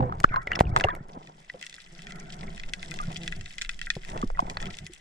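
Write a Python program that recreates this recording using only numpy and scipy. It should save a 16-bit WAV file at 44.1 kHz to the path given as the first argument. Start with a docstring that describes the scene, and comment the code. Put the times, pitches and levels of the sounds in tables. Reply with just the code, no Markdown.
"""Water sloshes, burbles and pops close by, heard from inside a sealed camera housing just under the sea
surface, where a diver handles a speargun. Slaps of water trap air pockets, which ring briefly as damped
oscillators; then the water gurgles and swells around the camera. Water drops, handling and a fine
underwater crackle excite the modes of the housing, which reach its two microphones in different phases."""
import sys
import numpy as np
from scipy import signal
from scipy.fft import rfft, irfft
from scipy.io import wavfile

SR = 44100
rng = np.random.default_rng(int(sys.argv[2]) if len(sys.argv) > 2 else 0)


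def bounce(signal):
    """Save signal as a 16-bit WAV file at the path given by the first command-line argument."""
    frames = np.transpose(np.atleast_2d(signal))
    limited = np.clip(frames, -1, 1)
    pcm = np.round(limited * 32767).astype(np.int16)
    wavfile.write(sys.argv[1], SR, pcm)


N = 220896
SIDES = np.array([[.5], [-.5]])  # shares a difference between left and right


def amp(db):
    """Decibels as an amplitude ratio."""
    return 10 ** (np.asarray(db) / 20)


def unit(x):
    """Normalisation to an rms of 1."""
    return x / np.sqrt(np.mean(x ** 2) + 1e-20)


def at_hz(points, hz):
    """Interpolation of a table on a logarithmic frequency axis."""
    f, value = np.transpose(points)
    return np.interp(np.log(hz + 1), np.log(f + 1), value)


def envelope(table):
    """Gain at every sample, interpolated in decibels."""
    s, db = np.transpose(table)
    return amp(np.interp(np.arange(N) / SR, s, db))


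def add(mix, start_s, sound):
    """Superposition of a sound on the mix."""
    part = mix[:, max(round(start_s * SR), 0):][:, :sound.shape[1]]
    part += sound[:, :part.shape[1]]


def colour(x, gain_db, size=4096):
    """Minimum-phase filter with response gain_db(hz): nothing sounds ahead of its cause."""
    log_gain = np.log(amp(gain_db(abs(np.fft.fftfreq(size, 1 / SR)))))
    taps = np.fft.ifft(np.exp(np.conj(signal.hilbert(log_gain)))).real
    return signal.oaconvolve(x, taps[None], axes=1)[:, :x.shape[1]]


def drift(rate_hz, size=2048):
    """Low-passed Gaussian noise: a slow fluctuation of rms 1."""
    hz = np.fft.rfftfreq(size, N / SR / size)
    slow = irfft(rfft(rng.standard_normal(size)) * np.exp(-(hz / rate_hz) ** 2))
    return unit(np.interp(np.linspace(0, size - 1, N), np.arange(size), slow))


def impulses(per_s, spread_db):
    """Shot noise: random impulses of either sign, most small and a few large."""
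    when, size, sign = rng.random((12000, 3))[:int(per_s * N / SR)].T
    height = amp(spread_db * np.minimum(-np.log(1 - size), 4)) * np.sign(sign - .5)
    return np.bincount((when * N).astype(int), height, N)


# Phase lead of the left microphone as the housing rocks: frequency_hz, lead_rad
ROCKING_LEAD = [(0, 0), (350, 0.05), (600, -.9), (950, -3.5), (1300, -3.9), (1750, -6.5), (2700, -6.5)]
def rocking(hz):
    """Phase difference between the microphones, wrapped to within half a turn."""
    return np.angle(np.exp(1j * at_hz(ROCKING_LEAD, hz)))


# Likeness of the flow at the two microphones: frequency_hz, coherence_ratio
COHERENCE = [(20, 0.98), (300, 0.97), (600, 0.76), (1200, 0.99), (3000, 0.9)]
def flow(spectrum, per_s, spread_db, clump_db, clump_hz):
    """Shot noise of small collapses in clumps; lows reach both microphones alike, mids rock the housing."""
    hz = np.fft.rfftfreq(N, 1 / SR)
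    clumps = amp(clump_db * drift(clump_hz))
    left, independent = (rfft(unit(clumps * impulses(per_s, spread_db))) for _ in range(2))
    coherence = np.clip(at_hz(COHERENCE, hz), 0, 1)
    right = coherence * left + np.sqrt(1 - coherence ** 2) * independent
    pair = irfft([left, right * np.exp(-1j * at_hz(ROCKING_LEAD, hz))], N)
    return unit(colour(pair, lambda f: at_hz(spectrum, f)))


# Gains of the water between sloshes: buffet_db, gurgle_db, splash_db, froth_db
CALM_WATER = (-93.5, -67.5, -63, -72.5)
# Sloshes past the housing, the last three columns relative to strength:
# crest_s, rise_s, fall_s, strength_db, buffet_db, splash_db, froth_db
SLOSH_CRESTS = [(0.018, 0.13, 0.14, -35, -2, 4.5, -18), (0.343, 0.037, 0.065, -47, 1.5, 8, 12.5),
                (0.546, 0.072, 0.063, -48, 1, 16, 3), (.69, 0.062, 0.11, -37.5, 0, -16, -18),
                (0.78, 0.075, 0.058, -42, -10, 13.5, -7), (0.898, 0.083, 0.071, -49, 1.5, 14, 7),
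                (1.171, 0.75, 0.2, -51.5, -20, 4.5, -23.5), (1.175, 0.023, 0.013, -48.5, -3, 12, -30.5),
                (1.547, 0.017, 0.082, -52.5, -21, 4.5, -36.5), (2.16, 0.18, 0.25, -43, -46.5, -8.5, -8.5),
                (2.455, 0.074, 0.072, -37, -15, -7, -20), (3.0, 0.67, 0.3, -49, -16.5, 0, -13.5),
                (3.099, 0.022, 0.042, -43.5, -20, 5, -19), (3.26, 0.52, 0.17, -43.5, -15, -23.5, -24.5),
                (3.41, 0.079, 0.058, -47.5, 0.5, -14, -21), (3.85, .2, 0.6, -57.5, -19, -14, -17),
                (4.167, 0.055, 0.047, -37.5, -8, 6.5, -14), (4.445, 0.066, 0.18, -44, -4.5, 4.5, -14),
                (4.644, 0.03, 0.065, -36.5, -14, -5.5, -10), (4.82, 0.027, 0.044, -46.5, -2.5, -14, -42)]
def sloshing(roundness=1.46):
    """Incoherent sources add in power: gains of buffet, gurgle, splash and froth as sloshes pass."""
    t = np.arange(0, N, 64) / SR
    power = np.tile(amp(CALM_WATER)[:, None] ** 2, len(t))
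    for crest_s, rise_s, fall_s, strength_db, buffet_db, splash_db, froth_db in SLOSH_CRESTS:
        away = np.maximum((crest_s - t) / rise_s, (t - crest_s) / fall_s)
        crest = amp(strength_db + np.array([[buffet_db], [0], [splash_db], [froth_db]]))
        power += (crest * np.exp(-abs(away) ** roundness)) ** 2  # roundness 1 is a cusp, 2 a bell
    return [np.interp(np.arange(N) / SR, t, gain) for gain in np.sqrt(power)]


# Slow pressure swell of the moving water: time_s, gain_db
SWELL_ENVELOPE = [(0.0, -50.5), (0.26, -34.5), (0.4, -53), (0.7, -38.5), (0.78, -37), (0.86, -39),
                  (1.38, -60), (2.68, -36), (2.83, -48.5), (3.03, -33), (3.14, -46), (3.88, -41),
                  (4.03, -42), (4.16, -45), (4.31, -28.5), (4.5, -42), (4.66, -45), (4.8, -55), (5.01, -46)]
# Spectral shapes of the four flow noises: frequency_hz, gain_db
SWELL_SPECTRUM = [(4, -11.5), (12, -0.5), (20, -5.5), (30, -15), (45, -15), (70, -43.5), (150, -53),
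                  (1000, -120)]
BUFFET_SPECTRUM = [(15, -8.5), (35, -0.5), (52, -8), (80, 0), (120, -4.5), (170, -9.5), (300, -35.5),
                   (600, -85), (3000, -120)]
GURGLE_SPECTRUM = [(40, -23.5), (100, -28.5), (135, 0.5), (165, 5.5), (200, -0.5), (275, -16), (330, -13.5),
                   (400, -9), (465, -28.5), (560, -36), (640, -15), (730, -8), (860, -36.5), (1300, -49.5),
                   (4000, -100)]
SPLASH_SPECTRUM = [(200, -8.5), (380, -4.5), (500, -6.5), (680, -3.5), (850, 0), (980, -0.5), (1400, -15.5),
                   (2200, -30.5), (5000, -51), (12000, -110)]
def water():
    """Flow noise at the housing: pressure swell, buffeting, hollow gurgle, lighter splash and froth."""
    buffet_gain, gurgle_gain, splash_gain, froth_gain = sloshing()
    swell = flow(SWELL_SPECTRUM, per_s=340, spread_db=-1.5, clump_db=3, clump_hz=5.1)
    buffet = flow(BUFFET_SPECTRUM, per_s=430, spread_db=1, clump_db=1.5, clump_hz=6.8)
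    gurgle = flow(GURGLE_SPECTRUM, per_s=1500, spread_db=2, clump_db=2, clump_hz=22)
    splash = flow(SPLASH_SPECTRUM, per_s=3500, spread_db=5.5, clump_db=3, clump_hz=45.2)
    return (swell * envelope(SWELL_ENVELOPE) * amp(2)
            + buffet * buffet_gain * amp(5.5)
            + gurgle * gurgle_gain * amp(-1.4)
            + splash * splash_gain * amp(-4)
            + froth() * froth_gain * amp(-1))


def bubble(level_db, hz, rise_cycles, lead_rad, glide=0, squeeze=0, wobble_rad=0):
    """Damped oscillation of enclosed air: it swells, bends in pitch and dies, leaving a weak ring."""
    t = np.arange(SR // 10) / SR
    age = t * hz / max(rise_cycles, .3)  # in rise times
    pitch = hz * (1 + glide * np.minimum(age, 3) + squeeze * np.exp(-t * hz))
    phase = 2 * np.pi * np.cumsum(pitch) / SR
    phase += wobble_rad * np.interp(t * hz, np.arange(600), rng.standard_normal(600))
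    swing = age * (np.exp(1 - age) + amp(-25) * np.exp(-age / 2.8))
    fades = (1 - np.exp(-t / 0.000078)) * np.minimum(1, (t[-1] - t) * 50)
    return amp(level_db) * swing * np.sin(phase + SIDES * np.clip(lead_rad, -2.4, 2.4)) * fades


def froth(per_s=420, spread_db=2.3, low_hz=1250, high_hz=2150, sizes=14):
    """Resonance of a cloud of small bubbles, each chirping upward as it nears the surface."""
    cloud = np.zeros((2, N))
    for hz in np.geomspace(low_hz, high_hz, sizes):
        size_db = -11 * np.log2(max(hz / 1900, 1))  # the smallest are the faintest
        blip = bubble(size_db, hz, rng.uniform(4, 8.8), rng.uniform(-1.88, 7.4), glide=.03)
        cloud += signal.oaconvolve(impulses(per_s / sizes, spread_db)[None], blip, axes=1)[:, :N]
    return unit(cloud)


# Low pulsing burbles of water and, last, a short falling groan as of rubbing rubber:
# start_s, rise_s, level_db, pitch_hz, bend_per_rise, left_minus_right_db
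LOW_BURBLES = [(0.0, .018, -21.5, 124, 0.0053, -6.5), (1.915, .018, -47, 185, -.04, 0),
               (2.895, .018, -38, 158, .02, 0), (3.185, .034, -37, 170, -.02, 0),
               (4.649, 0.022, -40, 212, -.085, -2)]
def burble(rise_s, level_db, hz, bend, balance_db, db_per_octave=-11, jitter=0.015):
    """Nearly periodic pulses form a harmonic series, heard as a low burble or groan."""
    age = np.arange(SR // 4) / SR / rise_s
    pitch = hz * (1 + bend * np.minimum(age, 3) + jitter * drift(60)[:len(age)])
    phase = 2 * np.pi * np.cumsum(pitch) / SR
    pulses = sum(amp(db_per_octave * np.log2(k)) * np.sin(k * phase) for k in range(1, 6))
    return amp(level_db + balance_db * SIDES) * age * np.exp(1 - age) * pulses


# Trapped air pockets: start_s, level_db, pitch_hz, rise_cycles, bend_per_rise
AIR_POCKETS = [(0.0, -23, 252, 0.67, 0.035), (.003, -35.5, 528, 17, -0.031),
               (.005, -19.5, 800, 1.4, 0.0015), (.025, -24.5, 820, 3.5, -0.019),
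               (.024, -31.5, 523, 3.5, 0.013), (0.123, -24.5, 1120, 1.6, 0.057),
               (.253, -39, 1810, 3.1, -0.029), (0.2907, -43, 2530, 3.9, -0.022),
               (.32, -34.5, 1410, 5.3, -0.016), (0.34, -20.5, 1140, 3.3, -0.029),
               (0.3602, -18, 1440, 1.2, 0.024), (.36, -39, 4150, 4.6, -0.0027),
               (0.3644, -20.5, 1030, 6.4, 0.013), (0.472, -25.5, 2190, 4.9, -0.035),
               (.492, -51, 2200, 4.5, 0.032), (.508, -36, 1970, 7, -0.04), (.517, -34.5, 1955, 8.9, 0.006),
               (0.532, -29, 2960, 5.6, -0.02), (.5575, -25.5, 5240, 3.3, 0.0037),
               (.568, -35, 1750, 3.9, -0.14), (0.653, -45, 2780, 2.9, 0.0089), (.668, -43, 2470, 3, 0.0014),
               (0.763, -6, 1236, 0.69, -0.017), (.769, -11, 910, 0.58, -0.005),
               (0.809, -20, 1560, 1.55, 0.023), (.8395, -17, 2820, 3.6, -0.0068),
               (0.8441, -13, 677, 0.77, -0.037), (.8495, -14, 625, 0.51, 0.037),
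               (0.868, -31.5, 1060, 4.6, 0.011), (.871, -34, 1580, 3.3, 0.02),
               (0.8856, -18, 1150, 2, 0.028), (0.891, -30.5, 1760, 3.8, 0.014),
               (.897, -32, 958, 8.9, 0.023), (0.898, -35, 1970, 10.6, -.06),
               (0.9033, -44, 3540, 6.5, -0.026), (1.4987, -29, 1885, 3, 0.02),
               (1.543, -40, 538, 2.5, -0.024), (2.4325, -38, 2040, 1.6, 0), (2.48, -41.5, 2100, 2.3, 0.023),
               (2.999, -28.5, 1245, 5.4, -0.012), (3.029, -41, 1430, 7, -0.0042),
               (3.9666, -30, 546, 0.46, -0.011), (4.2268, -26, 1250, 2.9, -0.029),
               (4.2348, -20.5, 242, 0.7, -0.013), (4.3018, -26.5, 892, 0.61, -0.08),
               (4.348, -43.5, 2015, 7.8, -0.015), (4.373, -34, 1420, 1.1, -0.013),
               (4.382, -51, 2450, 4, 0.026), (4.382, -34, 920, 1.2, 0.039),
               (4.3917, -11.5, 1028, 1.4, 0.0094), (4.3918, -44, 1870, 1.2, 0.019),
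               (4.397, -43, 760, 1.1, -0.001), (4.422, -32, 870, 1.9, -0.022), (4.5705, -22, 1114, 0.53, 0),
               (4.571, -29.5, 4100, 2.6, 0.032), (4.895, -47, 302, 1.9, 0.069)]
def pocket(level_db, hz, rise_cycles, bend, smack_db=-15, smack_cycles=2.7, shed_db=-17, shed_cycles=4):
    """Bubble resonance: trapped air, squeezed sharp at first, closes with a smack and sheds bubbles."""
    wobble_rad = 0.28 * np.sqrt(1000 / hz)  # large pockets wobble most
    sound = bubble(level_db, hz, rise_cycles, rocking(hz), bend, squeeze=0.11, wobble_rad=wobble_rad)
    age = np.arange(sound.shape[1]) / SR * hz / smack_cycles
    band = signal.butter(2, [.45 * hz, 1.9 * hz], "bandpass", fs=SR)
    smack = unit(signal.lfilter(*band, rng.standard_normal(sound.shape)))
    sound += amp(level_db + smack_db) * smack * np.exp(-age) * (1 - np.exp(-10 * age))
    for when, smallness, life in rng.random((3, 3)):
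        shed_hz = hz * .55 * 2.7 ** smallness
        chirp_db = level_db + shed_db - 8 * smallness
        chirp = bubble(chirp_db, shed_hz, .5 + 2 * life, rocking(shed_hz), glide=0.05)
        add(sound, when ** 2 * shed_cycles / hz, chirp)
    return sound


def snap(centre_hz, width_octaves=0.69, depth_db=20, smear_s=0.00013):
    """Multipath arrival: a tiny snap, strongest in one band, reaches the housing by several close paths."""
    def band_db(hz):
        octaves = np.log2((hz + 1) / centre_hz)
        return depth_db * (np.exp(-.5 * (octaves / width_octaves) ** 2) - 1)
    delay = np.arange(SR // 200) / SR / smear_s
    paths = rng.standard_normal(len(delay)) * delay * np.exp(-delay)
    return unit(colour(signal.oaconvolve(knock(0, 0), paths[None], axes=1), band_db))


# Slow course of the crackle: time_s, gain_db
CRACKLE_ENVELOPE = [(0.0, -70), (0.9, -72.5), (1.15, -68.5), (1.79, -61), (2.69, -60), (2.99, -55.5),
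                    (3.95, -59.5), (4.05, -54.5), (4.22, -58), (4.3, -65), (4.44, -61), (4.74, -57.5),
                    (5.01, -60)]
# Brief scratchy flurries of handling and glove scraping: centre_s, lift_db
HANDLING_FLURRIES = [(1.66, 8.5), (2.35, 6), (2.835, 7), (3.241, 11), (3.621, 7.5), (4.63, 5.5)]
# Spectral shape of the soft fizz: frequency_hz, gain_db
FIZZ_SPECTRUM = [(400, -45.5), (900, -18.5), (1400, -8), (2000, 1), (2400, -11), (3300, -7.5),
                 (4500, -24.5), (5350, -12.5), (6200, -15), (8200, -12.5), (9200, -30), (10600, -19),
                 (11500, -35.5), (12500, -36.5), (15000, -59)]
def crackle(per_s=400, low_hz=1900, high_hz=11000, bands=24, cluster_hz=34, cluster_db=4, flurry_s=0.024):
    """Superposition of tiny clustered snaps over a soft fizz; both rise briefly in scrapes of handling."""
    near = np.zeros((2, N))
    for hz in np.geomspace(low_hz, high_hz, bands):
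        strikes = amp(-2.6 * np.log2(hz / low_hz)) * impulses(per_s / bands, spread_db=4)
        near += signal.oaconvolve(strikes[None], snap(hz), axes=1)[:, :N]
    noise = rng.standard_normal((3, N))
    fizz = colour(noise[:2] + 0.28 * noise[2], lambda f: at_hz(FIZZ_SPECTRUM, f))
    bunching_db = cluster_db * drift(cluster_hz)
    texture = amp(5.5) * unit(near * amp(bunching_db)) + unit(fizz * amp(bunching_db / 2))
    t = np.arange(N) / SR
    lift_db = sum(db * np.exp(-((t - centre_s) / flurry_s) ** 2) for centre_s, db in HANDLING_FLURRIES)
    return texture * envelope(CRACKLE_ENVELOPE) * amp(lift_db)


# Blobs of water landing on the housing: start_s, level_db
WATER_SPLATS = [(.2018, -35.5), (0.2408, -20), (0.292, -59), (0.3597, -42), (0.4718, -32), (0.5173, -33.5),
                (0.5317, -40), (0.5542, -32), (0.591, -25), (0.6043, -25), (.6078, -26), (0.798, -31),
                (0.951, -38)]
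def splat(level_db, decay_s=0.0016, cutoff_hz=2100):
    """A brief impact has a broad spectrum: a blob of water bursts on the housing in a dull spatter."""
    t = np.arange(SR // 20) / SR
    hz = np.fft.rfftfreq(len(t), 1 / SR)
    right_lag = np.exp(-1j * np.outer([0, 1], at_hz(ROCKING_LEAD, hz)))
    noise = irfft(rfft(rng.standard_normal(len(t))) * right_lag, len(t))
    burst = colour(noise * np.exp(-t / decay_s), lambda f: -10 * np.log10(1 + (f / cutoff_hz) ** 5))
    return amp(level_db) * unit(burst) / np.sqrt(10)  # energy referred to 5 ms


# Modes of the housing: pitch_hz, level_db, t60_s, left_lead_rad
HOUSING_MODES = [(1397, -16, 0.053, -4.5), (1659, -16.5, 0.077, -0.2), (1981, 3.5, 0.028, 0.72),
                 (2180, 10.5, 0.0031, -2), (2550, 3, 0.031, -2.5), (3400, 8, 0.014, 1.24),
                 (4180, -1, 0.012, 1), (5130, 0.5, 0.01, 6.5), (6230, 2, 0.0073, -2.5),
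                 (7670, 2.5, 0.0055, 4.5), (10150, -11.5, 0.015, 0)]
# Spectral shape of the contact noise: frequency_hz, gain_db
CONTACT_SPECTRUM = [(300, 4.5), (900, -20), (1600, -5.5), (5000, 0.5), (8200, -2.5), (9200, -13.5),
                    (11000, -16), (13000, -26.5), (15000, -23.5)]
def housing_ring(contact_db=-2, contact_s=0.00012, tail_db=-26, tail_s=0.01, scatter=0.033):
    """Modal response to one blow: brief contact noise, and modes weighted by where the blow lands."""
    t = np.arange(SR // 20) / SR
    hz, level_db, t60_s, lead_rad = np.transpose(HOUSING_MODES)[:, :, None]
    detune, weight, start_phase, split = rng.standard_normal((4, len(HOUSING_MODES), 1))
    decays = amp(level_db + 1.5 * weight - 60 * t / t60_s)
    phase = 2 * np.pi * (hz * (1 + scatter * detune) * t + start_phase)
    ring = np.array([(decays * np.sin(phase + side * (lead_rad + 0.17 * split))).sum(0) for side in SIDES])
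    ring *= 1 - np.exp(-t / .0002)
    contact_decay = np.exp(-t / contact_s) + amp(tail_db) * np.exp(-t / tail_s)
    noise = rng.standard_normal((3, len(t))) * contact_decay
    contact = colour(noise[:2] + 0.86 * noise[2], lambda f: at_hz(CONTACT_SPECTRUM, f))
    return unit(ring) + amp(contact_db) * unit(contact)


# Clicks and knocks on the housing, from water drops and handling: start_s, level_db, tilt_db_per_octave
HOUSING_CLICKS = [(0.2021, -38, 12.5), (0.234, -40, -3), (.2418, -35, -2), (0.36, -48, -18),
                  (0.5177, -19.5, -27), (0.5534, -30, -8.5), (0.5557, -28.5, -10.5), (0.593, -27.5, -4.5),
                  (0.603, -35.5, 14), (0.6072, -35, -5.5), (.763, -28.5, -1), (0.775, -33, -3),
                  (0.788, -44, 14), (0.8, -27, -6.5), (0.81, -30.5, -3.5), (0.839, -21.5, -15.5),
                  (0.846, -36.5, -1.5), (.951, -48, 28), (1.273, -44.5, -3.5), (1.613, -40.5, 0),
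                  (1.6267, -33, -5), (1.639, -40, -9), (1.666, -35.5, -0.5), (1.697, -41.5, 3),
                  (1.727, -42.5, -1), (1.742, -40, -0.5), (1.783, -43, -24), (1.992, -41.5, -11),
                  (2.02, -43.5, 2.5), (2.0692, -37, -6.5), (2.106, -41, -17), (2.122, -40, -1),
                  (2.578, -38.5, -4), (2.431, -45, -8), (2.598, -35, -6), (2.635, -35.5, -10),
                  (2.689, -45, -2), (2.7356, -24.5, -3), (2.829, -32, -7), (2.9113, -38, 8),
                  (2.916, -32, -13), (2.941, -37, -0.5), (2.989, -32.5, -9), (3.118, -43.5, -4.5),
                  (3.175, -43, 0.5), (3.234, -36, -1.5), (3.2777, -26, -3.5), (3.3236, -28, -12.5),
                  (3.4106, -38.5, -3), (3.461, -38.5, -6.5), (3.5828, -29.5, -5.5), (3.614, -28, -6.5),
                  (3.6195, -31.5, -6.5), (3.619, -26, -1), (3.648, -34.5, -9), (3.693, -24.5, -5.5),
                  (3.7919, -37, -3), (3.815, -28, -5.5), (3.863, -43, 4), (3.8693, -30.5, -26),
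                  (3.9029, -17.5, -5.5), (3.953, -39, 0), (4.034, -42, -13), (4.049, -39.5, -4),
                  (4.091, -40.5, -6), (4.1759, -37, -2.5), (4.2163, -39, 1), (4.403, -39, 2.5),
                  (4.4987, -31.5, -1), (4.57, -31, -12.5), (4.602, -36, -9.5), (4.6267, -33.5, -6),
                  (4.6566, -37, -5), (4.707, -40, -4.5), (4.77, -42.5, 4), (4.787, -35, -0.5),
                  (4.866, -37, 0.5), (4.936, -42, 8.5)]
def knock(level_db, db_per_octave):
    """Impact excitation of the housing: harder contact tilts the spectrum toward the treble."""
    def gain_db(hz):
        tilt_db = db_per_octave * np.log2(np.clip(hz, 1500, 12000) / 3000)
        return tilt_db + 30 * np.log2(np.clip(hz / 1400, .3, 1))  # the stiff housing gives no bass
    return amp(level_db) * unit(colour(housing_ring(), gain_db)) / np.sqrt(10)  # energy referred to 5 ms


# Hard slaps of water: start_s, level_db, pitch_hz, rise_s, sag_per_rise, suction_db, suction_s, ring_hz
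WATER_SLAPS = [(0.2433, 0.5, 1427, 0.0013, .06, -11, 0.00079, 1497),
               (0.6075, -2, 1034, 0.00105, 0.24, -7, 0.0013, 753)]
def slap(level_db, hz, rise_s, sag, suction_db, suction_s, ring_hz):
    """Forced transient: water rocks the housing, pulls away with a suction pulse and leaves a faint ring."""
    t = np.arange(SR // 10) / SR
    age = t / rise_s
    pitch = hz * np.exp(-sag * np.minimum(age, 4))
    phase = 2 * np.pi * np.cumsum(pitch) / SR + SIDES * np.maximum(at_hz(ROCKING_LEAD, pitch), -2.3)
    rock = amp(level_db) * age * np.exp((1 - age ** 1.5) / 1.5) * np.sin(phase)
    suction_age = np.maximum(t - 1.4 * rise_s, 0) / suction_s
    suction = suction_age * (suction_age - 2) * np.exp(-suction_age)
    ring = bubble(level_db - 29, ring_hz, rise_cycles=4, lead_rad=rocking(ring_hz))
    return rock + amp(suction_db) * suction / abs(suction).max() + ring


# Soft thuds of water on the housing: start_s, level_db, pitch_hz
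WATER_THUDS = [(0.31, -28, 127), (0.653, -25.5, 129), (0.66, -24, 53), (0.698, -30, 131),
               (0.725, -25.5, 87), (0.772, -24.5, 125), (0.8448, -22, 90), (1.008, -33.5, 150),
               (1.17, -34, 248), (3.08, -28.5, 135.5), (3.9654, -30.5, 147), (4.248, -36, 113),
               (4.426, -29.5, 232)]
def thud(level_db, hz, churn_db=-17, churn_s=0.01):
    """Heavily damped oscillation: a push of water, with churning that rolls off above thrice its pitch."""
    push = bubble(level_db, hz, rise_cycles=0.42, lead_rad=0)
    age = np.arange(push.shape[1]) / SR / churn_s
    noise = rng.standard_normal((1, len(age)))
    churn = colour(noise, lambda f: -10 * np.log10(1 + np.minimum(f / (3 * hz), 20) ** 6))
    return push + amp(level_db + churn_db) * unit(churn) * np.exp(-age) * (1 - np.exp(-10 * age))


def rigid_lows(pair, below_hz=430):
    """Rigid-body motion: at low pitch the housing moves as one, so both microphones hear the same."""
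    hz = np.fft.rfftfreq(N, 1 / SR)
    highpass = 1 - 1 / (1 + (hz / below_hz) ** 6)
    side = irfft(rfft(pair[0] - pair[1]) / 2 * highpass, N)
    return pair.mean(0) + np.array([side, -side])


def play(source, table):
    """Superposition of one event for each row, placed at its start time."""
    track = np.zeros((2, N))
    for start_s, *settings in table:
        add(track, start_s, source(*settings))
    return track


def scene():
    """Linear mixing: water, air pockets and housing sounds add, each layer with its own gain."""
    slaps = play(slap, WATER_SLAPS) + play(splat, WATER_SPLATS)
    pops = play(pocket, AIR_POCKETS) + play(thud, WATER_THUDS)
    burbles = play(burble, LOW_BURBLES)
    knocks = play(knock, HOUSING_CLICKS)
    housing = (amp(-1.3) * knocks + crackle()) * amp(1.6 * SIDES)  # a little louder on the left
    return water() + rigid_lows(slaps + amp(2.5) * pops) + burbles + housing


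def record(dry, dull_hz=11500, band_limit_hz=14800):
    """Clipping and band limiting: the right microphone is duller; the loudest slaps overload the input."""
    right = signal.lfilter(*signal.butter(2, dull_hz, fs=SR), dry[1])
    clipped = np.clip([dry[0], right], -1, 1)
    lowpass = signal.firwin(255, band_limit_hz, window=("kaiser", 8), fs=SR)
    return signal.oaconvolve(clipped, lowpass[None], "same")


dry = scene()
out = record(dry)
bounce(out)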